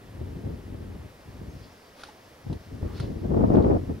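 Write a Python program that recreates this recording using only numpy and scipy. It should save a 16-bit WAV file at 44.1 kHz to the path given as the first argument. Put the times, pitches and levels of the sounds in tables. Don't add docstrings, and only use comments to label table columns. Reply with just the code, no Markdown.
import sys
import numpy as np
from scipy.fft import rfft, irfft, next_fast_len
from scipy.io import wavfile
from scipy.ndimage import uniform_filter1d, map_coordinates

SR = 44100
rng = np.random.default_rng(int(sys.argv[2]) if len(sys.argv) > 2 else 0)


def log_audio(samples):
    frames = np.atleast_2d(samples).T
    limited = np.clip(frames, -1, 1)
    pcm = np.round(limited * 32767).astype(np.int16)
    wavfile.write(sys.argv[1], SR, pcm)


N = 176400

# f/Hz, relative level/dB
ROAR_COLOUR = [(30, -49), (70, -14.5), (150, 1.5), (260, 4.5), (490, -0.5), (720, -8), (1050, -18),
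               (1600, -31.5), (3000, -48.5), (8000, -80)]
# f/Hz, left-right likeness (-1..1)
ROAR_LIKENESS = [(100, 0.81), (250, -0.2), (480, -0.32), (950, -0.52), (2000, -0.49)]
# f/Hz, left-right likeness (-1..1)
AIR_LIKENESS = [(100, 1), (480, 0.89), (1000, 0.3), (2000, 0.94), (4000, 0.77), (8000, 0.14), (13000, 1)]


def amp(db):
    return 10 ** (np.asarray(db) / 20)


def along(points, hz):
    f, values = np.transpose(points)
    return np.interp(np.log(hz + 1), np.log(f + 1), values)


def curve(points):
    return np.interp(np.arange(N) / SR, *np.transpose(points))


def wobble(rate):
    return map_coordinates(rng.standard_normal(4096), [np.arange(N) * rate / SR], mode="wrap")


def swell(peak_s, db, rise_s, fall_s):
    t = np.arange(N) / SR - peak_s
    return amp(db) * np.exp(-np.abs(t / np.where(t < 0, rise_s, fall_s)) ** 3)


def decay(age, t60):
    return np.exp(-np.log(1000) * age / t60)


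def filtered(x, response):
    size = next_fast_len(N + SR // 2)
    return irfft(rfft(x, size) * response(np.fft.rfftfreq(size, 1 / SR)), size)[..., :N]


def rush(colour, likeness):
    def mid_side_gains(hz):
        width = np.arccos(np.clip(along(likeness, hz), -.99, .99)) / 2
        return amp(along(colour, hz)) * [np.cos(width), np.sin(width)]
    mid, side = filtered(rng.standard_normal((2, N)), mid_side_gains)
    stereo = np.array([mid + side, mid - side])
    return stereo / np.sqrt(np.mean(stereo ** 2) + 1e-20)


def steady(x, span_s):
    power = uniform_filter1d(np.mean(x ** 2, axis=0), int(span_s * SR) + 1)
    return x / np.sqrt(np.abs(power) + 1e-12)


def panned(x, left_db):
    return x * amp(np.array([[left_db], [-left_db]]) / 2)


def air():
    # f/Hz, relative level/dB
    colour = [(20, -11), (75, -3), (160, -2), (330, -1), (520, 0), (1000, -5.5), (1500, -9.5), (1900, -8),
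              (2300, -12), (3200, -15), (5200, -22.5), (7400, -25), (10000, -24), (15800, -29.5)]
    # f/Hz, lead of the left/rad
    left_lead = [(150, 0.29), (500, -0.3), (1000, -0.71), (2000, -1.37), (6000, -0.74)]
    bed = rush(colour, AIR_LIKENESS)
    bed = filtered(bed, lambda hz: np.exp(1j * along(left_lead, hz) * np.array([[.5], [-.5]])))
    return bed * amp(-52.5 + 0.12 * wobble(5.54))


def hiss():
    # t/s, level/dB
    level = [(0, -69), (.9, -69.5), (1.6, -64.5), (4, -66)]
    # f/Hz, relative level/dB
    colour = [(1200, -25), (3000, -10.5), (5200, -1.5), (7200, -13.5), (10000, -29), (15000, -20.5)]
    return rush(colour, AIR_LIKENESS) * amp(curve(level) + .8 * wobble(19))


def bird():
    # t/s, length/s, start f/Hz, end f/Hz, level/dB, pitch blur/Hz
    chirps = [(1.485, .045, 6550, 6200, -65, 170), (1.608, .078, 5100, 4650, -58.5, 340),
              (1.615, .06, 3390, 3250, -63, 200), (1.705, .036, 6000, 5570, -64, 280),
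              (1.842, .058, 4720, 4560, -64.5, 120)]
    track = np.zeros(N)
    for s, length, start_hz, end_hz, db, blur_hz in chirps:
        progress = np.linspace(0, 1, int(length * SR))
        hz = start_hz + (end_hz - start_hz) * progress + blur_hz * wobble(885)[:len(progress)]
        add(track, s, amp(db) * np.sin(np.pi * progress) * np.sin(2 * np.pi * np.cumsum(hz) / SR))
    return track


def add(track, s, sound):
    part = track[max(round(s * SR), 0):][:len(sound)]
    part += sound[:len(part)]


def handling():
    # peak t/s, level/dB, rise/s, fall/s
    rustles = [(2.039, -51, 0.064, 0.071), (3.002, -57.5, 0.083, 0.089)]
    # f/Hz, relative level/dB
    colour = [(400, 2), (1300, 2), (2200, -4.5), (4000, -2.5), (5800, -7.5), (7800, -21), (10200, -10.5),
              (12500, -35), (16000, -34)]
    # t/s, ring level/dB, ring f/Hz, ring t60/s, crack level/dB
    clicks = [(2.015, -41, 3370, .016, -61), (2.0348, -29, 1390, 0.018, -36), (2.087, -36, 848, 0.044, -51),
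              (2.527, -38.5, 890, 0.028, -45.5), (2.53, -40, 4000, .01, -54), (2.977, -52, 4100, 0.02, -49),
              (2.999, -30.5, 1375, 0.026, -35), (3.009, -40, 4120, 0.019, -61)]
    grain = amp(2.2 * wobble(330))
    rub = sum(swell(*row) for row in rustles) * grain
    cracks, rings = np.zeros((2, N))
    age = np.arange(SR // 10) / SR
    onset = 1 - np.exp(-age / .0007)
    for s, ring_db, hz, t60, crack_db in clicks:
        add(rings, s, amp(ring_db) * onset * decay(age, t60) * np.sin(2 * np.pi * hz * age))
        add(cracks, s, amp(crack_db) * onset * decay(age, t60=0.042))
    return rings + rush(colour, AIR_LIKENESS) * np.hypot(rub, cracks)


def brush_and_scrape():
    # f/Hz, relative level/dB
    brush_colour = [(400, -8), (1200, -3), (2600, -22), (9000, -31)]
    # f/Hz, relative level/dB
    scrape_colour = [(2400, -10.5), (4300, -4), (7500, -25), (12000, -60)]
    brush = rush(brush_colour, AIR_LIKENESS) * swell(peak_s=2.91, db=-53, rise_s=.075, fall_s=.08)
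    scrape = rush(scrape_colour, AIR_LIKENESS) * swell(peak_s=3.003, db=-52, rise_s=.058, fall_s=.058)
    return brush + scrape


def crackle():
    # t/s, peak level/dB, f/Hz
    snaps = [(3.541, -43, 5400), (3.558, -37, 3300), (3.570, -42, 3800), (3.625, -40, 3800),
             (3.636, -48, 3900), (3.646, -41, 2800)]
    rise_s = .00016
    track = np.zeros(N)
    age = np.arange(SR // 100) / SR
    envelope = age / rise_s * np.exp(1 - age / rise_s)
    for s, db, hz in snaps:
        add(track, s, amp(db) * envelope * np.sin(2 * np.pi * hz * age))
    return track


def thumps():
    # t/s, level/dB, f/Hz, t60/s
    hits = [(0.212, -24.5, 83, 0.11), (0.465, -22.5, 127, 0.034), (0.743, -25, 222, 0.02),
            (1.413, -25, 200, 0.03), (2.464, -26.5, 99, 0.14), (2.498, -21.5, 152.4, 0.12),
            (2.827, -18.5, 88, 0.053), (3.003, -23, 125, 0.078), (3.303, -19, 250, 0.035),
            (3.5, -5.5, 235, 0.035), (3.518, -8.5, 165, .03), (3.567, -2, 362, 0.018),
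            (3.705, -17, 292, 0.024), (3.894, -19, 197, 0.037)]
    rise_s, puff_db = 0.0023, -3
    pushes, puffs = np.zeros((2, N))
    age = np.arange(SR // 5) / SR
    onset = 1 - np.exp(-(age / rise_s) ** 2)
    for s, db, hz, t60 in hits:
        add(pushes, s, amp(db) * onset * decay(age, t60) * np.sin(2 * np.pi * hz * age))
        add(puffs, s, amp(db + puff_db) * onset * decay(age, t60=0.031))
    return panned(pushes + puffs * rush(ROAR_COLOUR, ROAR_LIKENESS), left_db=3.0)


def wind():
    # t/s, level/dB
    gusts = [(0, -55), (.13, -45.5), (.22, -38.5), (.41, -39.5), (.485, -33), (.53, -37), (.62, -46),
             (.72, -39.5), (.92, -41), (1.05, -43.5), (1.14, -58.5), (1.24, -58), (1.29, -44.5),
             (1.35, -47), (1.425, -42), (1.52, -42), (1.64, -49), (1.78, -67), (2.42, -65), (2.475, -38),
             (2.55, -34), (2.63, -58), (2.74, -38), (2.8, -44.5), (2.835, -31), (2.91, -38.5), (2.99, -39),
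             (3.015, -32), (3.21, -37.5), (3.24, -29.5), (3.285, -32.5), (3.33, -25.5), (3.45, -22.5),
             (3.48, -27.5), (3.535, -23), (3.568, -19), (3.61, -23.5), (3.72, -22.5), (3.765, -25),
             (3.805, -34.5), (3.87, -36.5), (3.9, -30), (4, -45)]
    # f/Hz, relative level/dB
    buffet_colour = [(20, -28.5), (45, -3), (88, 1.5), (140, -6.5), (280, -10), (450, -17), (800, -56.5),
                     (1600, -57), (4000, -90)]
    # f/Hz, left-right likeness (-1..1)
    buffet_likeness = [(50, 1), (120, 0.99), (250, 0.68), (500, 0.21)]
    reference_db, buffet_cap_db = -30, 4
    gust_db = curve(gusts) - reference_db
    eddies = wobble(105)
    buffet = rush(buffet_colour, buffet_likeness) * amp(eddies + 1.9 * wobble(48))
    roar = rush(ROAR_COLOUR, ROAR_LIKENESS)
    flutter = np.array([wobble(210), wobble(210)])
    roar *= amp(2.94 * eddies + 0.97 * flutter)
    buffet = steady(buffet, span_s=0.084) * amp(-28.5 + 0.97 * np.minimum(gust_db, buffet_cap_db))
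    roar = steady(roar, span_s=0.063) * amp(-32 + 1.715 * gust_db)
    return panned(buffet + roar, left_db=2.0)


def scene():
    return wind() + thumps() + crackle() + air() + hiss() + handling() + brush_and_scrape() + bird()


def record(dry):
    return filtered(dry, lambda hz: hz < 15780)


dry = scene()
out = record(dry)
log_audio(out)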